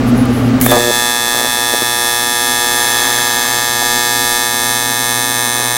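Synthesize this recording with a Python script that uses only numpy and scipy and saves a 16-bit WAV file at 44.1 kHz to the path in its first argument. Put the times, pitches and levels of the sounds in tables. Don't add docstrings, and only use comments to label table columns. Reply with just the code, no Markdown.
import sys
import numpy as np
from scipy import signal
from scipy.fft import rfft, irfft
from scipy.io import wavfile
from scipy.ndimage import map_coordinates

SR = 44100
rng = np.random.default_rng(int(sys.argv[2]) if len(sys.argv) > 2 else 0)


def generate_wav(sig):
    pcm = np.round(np.clip(np.atleast_2d(sig).T, -1, 1) * 32767).astype(np.int16)
    wavfile.write(sys.argv[1], SR, pcm)


N = 254456

ARC_HZ = 120.156
FIRST_SNAP_S = .6627
REVERSAL_S = .002317
MELT_S = .912
ARC_DB, FULL_CURRENT_S, CURRENT_POWER = 7, 0.99, 1.14

# (frequency [Hz], relative level [dB])
SNAP_COLOUR = [(120, -31), (360, -4), (600, -2.5), (720, 1.5), (900, 3), (1300, -2), (1750, 7),
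               (2600, -2.5), (3600, 0.5), (5000, -2), (7000, -4.5), (9000, -4), (12000, -5.5),
               (15700, -14.5)]
# (time [s], half length [s], added sizzle [dB], added thumping [dB]), both before the arc's own gain
LIVELY_SPELLS = [(0.81, 0.088, -15.5, -6), (1.47, 0.11, -33, -12), (2.732, 0.11, -27, -15),
                 (3.035, 0.21, -12.5, -23), (3.43, .14, -17.5, -39), (5.597, .08, -23, -12)]


def undb(db):
    return 10 ** (np.asarray(db) / 20)


def unit(x):
    return x / np.sqrt(np.mean(x ** 2))


def clock():
    return np.arange(N) / SR


def curves(table, t):
    s, *columns = np.transpose(table)
    return [np.interp(t, s, column) for column in columns]


def swell(t, centre_s, half_s):
    return np.exp(-((t - centre_s) / half_s) ** 2)


def colour(x, points):
    hz, db = np.transpose(points)
    size = 8192
    grid = np.maximum(np.arange(size // 2 + 1) * SR / size, 1)
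    level_db = np.interp(np.log(grid), np.log(hz), db)
    cepstrum = irfft(np.log(undb(level_db)))
    cepstrum[1:size // 2] *= 2
    cepstrum[size // 2 + 1:] = 0
    response = irfft(np.exp(rfft(cepstrum)))
    return signal.fftconvolve(x, response)[:N]


def band_noise(hz, width_hz):
    f = np.arange(N // 2 + 1) * SR / N
    spectrum = rfft(rng.standard_normal(N))
    resonance = 1 / (1 + (np.abs(f - hz) / width_hz * 2) ** 4)
    return unit(irfft(spectrum * resonance, N))


def clicks(times, sizes):
    index = (times * SR).astype(int)[:, None] + np.arange(-7, 9)
    offset = index - times[:, None] * SR
    shape = np.sinc(offset) * np.cos(np.pi * offset / 16) ** 2
    return np.bincount(index.ravel(), (shape * sizes[:, None]).ravel(), N)[:N]


def puffs(times, sizes, hz):
    index = (times * SR).astype(int)[:, None] + np.arange(-256, 256)
    u = (np.pi * np.reshape(hz, (-1, 1)) * (index / SR - times[:, None])) ** 2
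    swing = (2 * u - 1) * np.exp(-u)
    return np.bincount(index.ravel(), (swing * sizes[:, None]).ravel(), N)[:N]


def arc_gain(t):
    current = np.interp(t, [FIRST_SNAP_S, FULL_CURRENT_S], [0, 1])
    return undb(ARC_DB) * current ** CURRENT_POWER


def cycle_starts():
    return np.arange(FIRST_SNAP_S, N / SR, 1 / ARC_HZ)


def workshop(air_db=-21.5, level_db=4.5):
    # (frequency [Hz], relative level [dB])
    air_colour = [(15, -82), (25, -8), (64, -12.5), (117, -12), (170, -14), (249, -8), (317, -13),
                  (775, -19.5), (988, -26.5), (1190, -19.5), (1290, -24), (6920, -43), (12900, -55),
                  (16000, -50)]
    # (frequency [Hz], width [Hz], level before level_db [dB])
    drone_bands = [(264.8, 12, -21.5), (245.2, 37.3, -18.5), (358, 16, -38), (466, 19, -40),
                   (813, 34, -41.5)]
    air = unit(colour(rng.standard_normal(N), air_colour)) * undb(air_db)
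    fan = sum(undb(db) * band_noise(hz, width) for hz, width, db in drone_bands)
    return (air + fan) * undb(level_db)


def hum_and_arc_tone(hum_db=-20.0, waver_db=-24.5, waver_width_hz=12, arc_tone_db=-33, creep_db_per_s=4.0):
    t = clock()
    arc_tone = undb(arc_tone_db + creep_db_per_s * (t - FULL_CURRENT_S)) * (t >= FIRST_SNAP_S)
    steady = np.sqrt(2) * np.sin(2 * np.pi * ARC_HZ * t) * (undb(hum_db) + arc_tone)
    return steady + undb(waver_db) * band_noise(ARC_HZ, waver_width_hz)


def handling(bend_hz=260, waver_hz=50):
    # (time [s], half length [s], highest pitch before wavering [Hz], level [dB])
    squeak_events = [(0.198, .038, 10570, -41), (.345, .055, 10000, -47), (0.377, .035, 10900, -47)]
    # (frequency ratio, relative level [dB])
    squeak_tones = [(.63, -7), (1, 6), (1.27, -3)]
    # (time [s], half length [s], peak level [dB])
    rustle_events = [(.087, 0.019, -34), (0.18, .003, -31), (.256, .003, -32), (0.365, .05, -38),
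                     (0.465, 0.039, -40)]
    t = clock()
    squeak = np.zeros(N)
    for s, half, top_hz, db in squeak_events:
        bend = bend_hz * np.minimum(((t - s) / half) ** 2, 10)
        hz = top_hz - bend + waver_hz * band_noise(0, 300)
        phase = 2 * np.pi * np.cumsum(hz) / SR
        tone = sum(undb(tone_db) * np.sin(ratio * phase) for ratio, tone_db in squeak_tones)
        squeak += np.sqrt(2) * undb(db) * swell(t, s, half) * tone
    rustle = sum(undb(peak_db) * swell(t, s, half) for s, half, peak_db in rustle_events)
    return squeak + rustle * band_noise(11100, 4800)


def starter(spark_hz=560, depth=0.44):
    # (time [s], hiss level at its start [dB], decay [s])
    burst_events = [(.602, -21, 0.0041), (.6125, -4, 0.0013), (0.612, -11.5, 0.14), (0.662, -1.5, 0.0028),
                    (0.712, -11, 0.0096)]
    # (frequency [Hz], relative level [dB])
    spark_colour = [(880, -53), (1500, -6), (2210, -6), (2390, -8), (2590, -28), (2910, -6), (3520, -11),
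                    (4460, -15), (7390, -7), (12000, -2), (16000, -2.5)]
    t = clock()
    bursts = np.zeros(N)
    for s, db, decay in burst_events:
        bursts += undb(db) * np.exp(-np.maximum(t - s, 0) / decay) * (t >= s)
    train = rng.standard_normal(N) * (1 + depth * np.sin(2 * np.pi * spark_hz * t))
    return unit(colour(train, spark_colour)) * bursts


def whistle(hz=3550, sag_hz_per_s=1200, waver_hz=45, loudest_s=.703, half_s=0.037, level_db=-19,
            linger_db=-16, width_hz=110):
    t = clock()
    pitch = hz - sag_hz_per_s * (t - loudest_s) + waver_hz * band_noise(0, 300)
    tone = np.sqrt(2) * np.sin(2 * np.pi * np.cumsum(pitch) / SR)
    tone = tone * undb(level_db) * swell(t, loudest_s, half_s)
    ringing = band_noise(hz, width_hz) * undb(linger_db) * arc_gain(t) * (t < MELT_S)
    return tone + ringing


def buzz(scatter_db=0.43, jitter_s=1.2e-6, snap_db=-3.3):
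    # (time [s], weak snap relative to strong snap [dB])
    snap_balance = [(.9, -3.5), (1.35, -7), (2.3, -3.5), (2.9, -1), (3.72, -6), (3.83, -1), (4.2, -1),
                    (4.5, -4.5), (5.77, -8)]
    starts = cycle_starts()
    chance = rng.standard_normal((len(starts), 4)).T
    weak_db = curves(snap_balance, starts)[0] + scatter_db * chance[1]
    weak = clicks(starts + jitter_s * chance[0], undb(weak_db))
    strong = clicks(starts + REVERSAL_S + jitter_s * chance[2], undb(scatter_db * chance[3]))
    snaps = -unit(colour(weak + strong, SNAP_COLOUR))
    return snaps * undb(snap_db) * arc_gain(clock())


def sizzle(fade_s=0.0019, steady=0.23, grain_db=3, body_db=-23, spit_db=-19, spit_share=0.16):
    t = clock()
    age = (t - FIRST_SNAP_S) % (1 / ARC_HZ)
    gate = steady + np.exp(-np.maximum(age - REVERSAL_S, 0) / fade_s)
    grains = gate * rng.standard_normal(N) * undb(grain_db * rng.standard_normal(N))
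    added = sum(undb(db) * swell(t, s, half) for s, half, db, _ in LIVELY_SPELLS)
    body = unit(colour(grains, SNAP_COLOUR)) * (undb(body_db) + added)
    bright = unit(colour(grains, [(2000, 3), (7000, -6.0), (10000, 8), (16000, 5)]))
    spit = bright * (undb(spit_db) + spit_share * added)
    return (body + spit) * arc_gain(t)


def pops(crack_lead_s=0.00058, scatter_db=1.5, jitter_s=.0003):
    # (time [s], length [s], spacing [cycles], typical peak [dB], pitch [Hz], crack relative to swing [dB])
    pop_runs = [(0.664, .004, 1, 1.5, 704, -2), (0.7194, .072, 1, 5.5, 650, -4.5),
                (1.347, .125, 2, 4.5, 560, -3), (1.738, .012, 1, 9.5, 463, -12),
                (1.789, .004, 1, 4, 337, -14), (1.822, .012, 1, 8.5, 298, -3),
                (3.818, .012, 1, 9.5, 625, -5)]
    out = np.zeros(N)
    for start, length, cycles, db, hz, crack_db in pop_runs:
        times = start + np.arange(0, length, cycles / ARC_HZ)
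        chance = rng.standard_normal((len(times), 2)).T
        times = times + jitter_s * chance[0]
        sizes = undb(db + scatter_db * chance[1])
        out += puffs(times, sizes, hz)
        out += puffs(times - crack_lead_s, sizes * undb(crack_db), 2.0 * hz)
    return out


def thumps(hz=390, lag_s=0.00057, cold_db=9, calm_db=-22):
    times = cycle_starts() + REVERSAL_S + lag_s
    added = sum(undb(db) * swell(times, s, half) for s, half, _, db in LIVELY_SPELLS)
    spread = undb(calm_db) + added
    sizes = undb(cold_db) * (times < MELT_S) + spread * rng.standard_normal(len(times))
    return puffs(times, sizes * arc_gain(times), hz)


def bench(x):
    # (delay at the start [ms], gain [factor], change of delay along the seam [ms])
    echoes = [(0.387, -0.3, 0.015), (0.44, -0.28, -0.036), (0.527, 0.14, 0.14), (0.59, -0.45, 0.036),
              (0.716, -0.22, 0.027), (0.996, -0.26, 0.053), (1.095, 0.33, -0.0091), (1.13, -0.0036, -0.048),
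              (1.37, -0.25, 0.018), (1.724, 0.18, 0.062), (2.118, -0.26, 0.034), (2.693, 0.22, 0.052),
              (2.755, -0.077, 0.23), (3.921, 0.023, 0.12), (4.09, 0.079, -0.083)]
    n = np.arange(N)
    out = x.copy()
    for delay_ms, gain, change_ms in echoes:
        lag = (delay_ms + change_ms * n / N) * SR / 1000
        out += gain * map_coordinates(x, [n - lag], order=3)
    return out


def diffuse(x, t60_s):
    t = np.arange(SR // 2) / SR
    tail = rng.standard_normal(len(t)) * np.exp(-np.log(1000) * t / t60_s)
    return signal.fftconvolve(x, tail / np.linalg.norm(tail))[:N]


def clutter(x, corner_hz=6500, t60_s=0.048, level_db=-4.0):
    pose_times = [.9, 2.0, 3.2, 4.2, 5.5]
    highpass = signal.butter(2, corner_hz, "high", fs=SR, output="sos")
    treble = signal.sosfilt(highpass, x)
    shares = [np.interp(clock(), pose_times, pose) for pose in np.eye(len(pose_times))]
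    scattered = sum(np.sqrt(share) * diffuse(treble, t60_s) for share in shares)
    return x + undb(level_db) * scattered


def limiter(x, ceiling_db=6.0, attack_s=0.001, release_db_per_s=5.5):
    over_db = 20 * np.log10(np.maximum(np.abs(x) / undb(ceiling_db), 1))
    recovery = release_db_per_s * clock()
    held_db = np.maximum.accumulate(over_db + recovery, axis=-1) - recovery
    pole = np.exp(-1 / (attack_s * SR))
    reduction_db = signal.lfilter([1 - pole], [1, -pole], held_db)
    return x * undb(-reduction_db)


def scene(room_t60_s=0.3, room_db=-20):
    background = workshop() + hum_and_arc_tone() + handling()
    ignition = starter() + whistle()
    burning = buzz() + sizzle() + pops() + thumps()
    arc = clutter(bench(burning)) + ignition
    walls = undb(room_db) * diffuse(arc, room_t60_s)
    return (arc + walls + background)[None]


def record(dry):
    top_hz = 15900
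    clipped = np.clip(limiter(dry), -.94, .94)
    lowpass = signal.ellip(12, .1, 75, top_hz, fs=SR, output="sos")
    return signal.sosfilt(lowpass, clipped)


dry = scene()
out = record(dry)
generate_wav(out)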